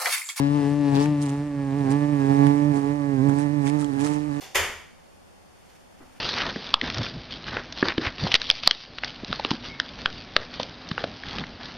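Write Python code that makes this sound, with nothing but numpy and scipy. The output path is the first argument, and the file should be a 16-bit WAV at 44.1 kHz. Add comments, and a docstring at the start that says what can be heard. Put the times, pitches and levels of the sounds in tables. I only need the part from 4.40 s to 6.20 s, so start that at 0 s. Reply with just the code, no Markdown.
"""An oven door swings shut in a small, quiet kitchen, over faint room noise and microphone hiss.
First the hinge clacks and its spring rings. Then the catch meets, the door slams and bounces.
The oven and room boom low while steel panels and shelves ring, dying away in about half a second.
Afterwards oven gloves rustle and a foot lands softly on the floorboards."""
import sys
import numpy as np
from scipy import signal
from scipy.fft import rfft, irfft
from scipy.io import wavfile

SR = 44100
rng = np.random.default_rng(int(sys.argv[2]) if len(sys.argv) > 2 else 0)


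def dump_mix(stems):
    """Bounce the given channels to the path in sys.argv[1] as a 16-bit WAV at rate SR."""
    frames = np.atleast_2d(stems).T  # one column per channel
    limited = np.clip(frames, -1, 1)  # hard clip at full scale
    pcm = np.round(limited * 32767).astype(np.int16)
    wavfile.write(sys.argv[1], SR, pcm)


N = 79380
T = np.arange(N) / SR
FREQS = np.maximum(np.arange(N // 2 + 1) * SR / N, 1)
SIDES = np.array([[1], [-1]])  # left, right
# stereo width, how much the two ears differ: f/Hz, level/dB
WIDTH = [(60, -30), (150, -18.5), (450, -9.5), (1200, -10), (2500, -7.5), (5000, -6.5), (8000, -0.5),
         (13000, 2)]


def undb(db):
    """Turn decibels into a volume multiplier."""
    return 10 ** (np.asarray(db) / 20)


def along(points, hz):
    """Read between a table's rows, with octaves evenly spaced."""
    p = np.array(points)
    return np.interp(np.log(hz), np.log(p[:, 0]), p[:, 1])


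def wander(position):
    """A random curve that heads for a new value at each whole number."""
    values = rng.standard_normal(1024)
    return np.interp(position, np.arange(len(values)), values)


def noise(colour, width, tilt_db=0):
    """Spectrum of stereo noise; more tilt (dB per octave) is brighter but no stronger."""
    gain = undb(along(colour, FREQS) + tilt_db * np.log2(FREQS / 2000))
    mid, side = rfft(rng.standard_normal((2, N)))
    stereo = mid + SIDES * side * undb(along(width, FREQS))
    return stereo * gain / np.sqrt(np.mean(gain ** 2))


def strike(start, rise_s, fade_s):
    """Loudness of a hit: it rises quickly, then falls 60 dB in each fade time."""
    age = np.maximum(T - start, 0)
    return (1 - np.exp(-age / rise_s)) * np.exp(-np.log(1000) * age / fade_s)


def knock(start, db, tilt_db, colour, rise_s, fade_scale=1, body=1):
    """A blow wakes so many tones that they blur into noise; each octave fades at its own rate."""
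    # how long oven and kitchen ring together: f/Hz, fade/s
    fades = [(60, 1), (350, 0.37), (900, 0.6), (2000, 0.6), (5000, 0.54), (8000, 0.52), (13000, 0.42)]
    spectrum = body * noise(colour, WIDTH, tilt_db)
    octave = np.clip(np.log2(FREQS / 110), 0, 7)
    out = 0
    for k in range(8):
        band = irfft(spectrum * np.maximum(1 - abs(octave - k), 0), N)
        out += band * strike(start, rise_s, fade_scale * along(fades, 110 * 2 ** k))
    return undb(db) * out


def ring(tones, start, rise_s):
    """Clear tones of a struck object; the room makes each waver differently left and right."""
    out = 0
    for hz, db, fade_s in tones:
        mid = 1 + 0.2 * (wander(T * 26.7) + 1j * wander(T * 24.3))
        side = 0.27 * (wander(T * 23.1) + 1j * wander(T * 25.2))
        wave = np.exp(2j * np.pi * (hz * T + rng.random()))
        tone = ((mid + SIDES * side) * wave).real
        out += undb(db) * tone * strike(start, rise_s, fade_s)
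    return out


def kitchen():
    """Faint, steady room noise and microphone hiss."""
    # tone colour of the background: f/Hz, level/dB
    colour = [(25, -8.5), (85, -1), (130, -11), (175, -3.5), (250, -7), (440, -9), (530, -4.5), (620, -8),
              (780, -6), (1000, -10.5), (1200, -13), (3600, -20), (4400, -20.5), (7400, -24), (8600, -26),
              (9250, -20.5), (9600, -27), (13500, -33), (15000, -44)]
    # its stereo width: f/Hz, level/dB
    width = [(50, 0.5), (200, 8), (700, 2), (3000, 0), (10000, -1.5)]
    return irfft(noise(colour, width), N) * undb(-57)


def hinge():
    """The metal hinge clacks lightly as the door swings up; its spring rings thinly."""
    # clacks: t/s, level/dB, tilt/dB per octave
    clacks = [(.006, -44.5, 5.5), (0.016, -45, -1.5), (0.034, -47.5, 3)]
    # tone colour of a clack: f/Hz, level/dB
    colour = [(100, -26), (400, 6.5), (850, 6), (1500, -0.5), (2200, 2.5), (3000, -1), (5400, -6),
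              (7500, -13.5), (8500, -16), (13500, -24.5), (15000, -27)]
    # tones of the spring and door frame: f/Hz, level/dB, fade/s
    tones = [(128.7, -58.5, 1), (766, -53, 0.94), (2025, -59, .5), (2750, -69, .45), (3540, -56, 1),
             (3460, -47.5, 0.22), (5416, -51, 0.28), (6940, -55, 0.66), (13100, -52, 0.2)]
    # one metal body gives every clack the same peaks and dips, deeper in the treble
    depth_db, spacing_hz = 4 * np.minimum(FREQS / 9000, 1), 130
    frame = undb(depth_db * wander(FREQS / spacing_hz))
    out = sum(knock(*clack, colour, rise_s=0.0017, body=frame) for clack in clacks)
    return out + ring(tones, start=clacks[1][0], rise_s=0.0017)


def door():
    """The door meets the catch, slams and bounces: each blow is a short crack and a clang."""
    # blows: t/s, relative level/dB, tilt/dB per octave
    blows = [(0.1464, -5, 1), (0.153, -0.5, -0.5), (0.1538, 0, 0.5), (.166, -16.5, -3), (0.201, -12, -3),
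             (.241, -11, -2.5)]
    # tone colour of the casing and shelves: f/Hz, level/dB
    clang = [(30, -15), (130, -15.5), (300, -11), (380, 0), (560, -2.5), (660, -3.5), (820, -0.5),
             (1250, -1.5), (1560, -1), (1750, 3), (2300, 3), (2600, -3), (3050, 0.5), (3600, -3.5),
             (4100, -10), (4800, -6.5), (5600, -9.5), (6700, -6), (8200, -13), (13700, -16.5), (15500, -44)]
    crack_db, clang_db, pan_db = -28, -24.5, -0.5
    out = 0
    for start, db, tilt_db in blows:
        bright_noise = irfft(noise(clang, WIDTH, tilt_db + 3), N)
        crack = bright_noise * strike(start, rise_s=0.00015, fade_s=0.13)
        out += undb(db + crack_db + SIDES * pan_db / 2) * crack
        out += knock(start, db + clang_db, tilt_db, clang, rise_s=0.00093)
    return out


def boom():
    """The air in the oven and room booms after the slam, louder on the oven's side."""
    # low tones: t/s, f/Hz, level/dB, rise/s, fade/s
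    booms = [(.150, 45, -44, .008, .17), (.178, 81, -33.5, .04, .14), (.275, 80, -49, .015, .14),
             (.345, 80, -48, .018, .33)]
    out = 0
    for start, hz, db, rise_s, fade_s in booms:
        age = T - start
        swell = np.sqrt(np.clip(age / rise_s, 0, 1))
        fade = np.exp(-np.log(1000) * np.maximum(age - rise_s, 0) / fade_s)
        out += undb(db) * swell * fade * np.sin(2 * np.pi * hz * age)
    return out * undb(SIDES * 3)


def catch_and_panels():
    """The catch pings as it snaps home and the door's steel panels ring on."""
    # brief, bright tones of the catch: f/Hz, level/dB, fade/s
    catch_tones = [(1980, -26, .07), (2170, -25.5, .045), (2330, -26, .06), (6660, -38, .15)]
    # tones of the panels: f/Hz, relative level/dB, fade/s
    panel_tones = [(378, 5.5, .33), (426, 2.5, .44), (540, 3, .22), (571, -.5, .45), (925, -6, .45),
                   (1001, -4, .45), (1315, -8, .6), (1503, -1, .52), (1636, 0, .42), (1745, 4, .45),
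                   (1882, 0, .42), (1917, 0, .52), (2034, -1, .5), (2098, -.5, .5), (2258, 0, .48),
                   (2375, 0, .48), (2455, -2, .45), (2703, -2, .5), (3004, -3, .48), (3052, -1, .5)]
    snap_s = 0.1505
    ping = ring(catch_tones, snap_s, rise_s=0.0008)
    return ping + undb(-31.5) * ring(panel_tones, snap_s, rise_s=0.009)


def gloves():
    """The cloth of gloves and sleeves slides in grainy swells."""
    # rustles: peak t/s, half-length/s, level/dB
    rustles = [(.725, 0.042, -68.5), (1.297, .13, -63.5), (1.737, 0.25, -65.5)]
    # tone colour of the cloth: f/Hz, level/dB
    colour = [(200, -10), (800, -1), (2200, 4), (5000, -3), (14000, -13)]
    grain_db, grain_hz = 2.5, 90
    swell = sum(undb(db) * np.exp(-((T - peak) / half) ** 2) for peak, half, db in rustles)
    return irfft(noise(colour, WIDTH), N) * swell * undb(grain_db * wander(T * grain_hz))


def steps():
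    """A foot lands with dull thuds; the first sets the floorboards ringing."""
    # thuds: t/s, level/dB, tilt/dB per octave
    thuds = [(1.601, -48, -2), (1.612, -63.5, 4), (1.745, -59, 4.5)]
    # tone colour of a thud: f/Hz, level/dB
    colour = [(60, -12), (170, -20), (260, 5), (380, -10), (520, -10), (900, -6.5), (1500, -11),
              (2500, -22), (6000, -48)]
    # tones of the floorboards: f/Hz, level/dB, fade/s
    tones = [(247, -55, .3), (292, -57, .22), (372, -52, .18), (829, -61, .3)]
    out = sum(knock(*thud, colour, rise_s=0.0016, fade_scale=0.84) for thud in thuds)
    return out + ring(tones, start=thuds[0][0], rise_s=0.0016)


def scene():
    """All the sounds together at the microphone."""
    return kitchen() + hinge() + door() + boom() + catch_and_panels() + gloves() + steps()


def record(dry):
    """The camera cuts out two narrow bands of pitch and the highest treble."""
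    notch_width_hz, top_hz = 260, 14500
    for hz in (3945, 7890):
        dry = signal.lfilter(*signal.iirnotch(hz, hz / notch_width_hz, fs=SR), dry)
    return signal.sosfilt(signal.ellip(8, .2, 80, top_hz, fs=SR, output="sos"), dry)


dry = scene()
out = record(dry)
dump_mix(out)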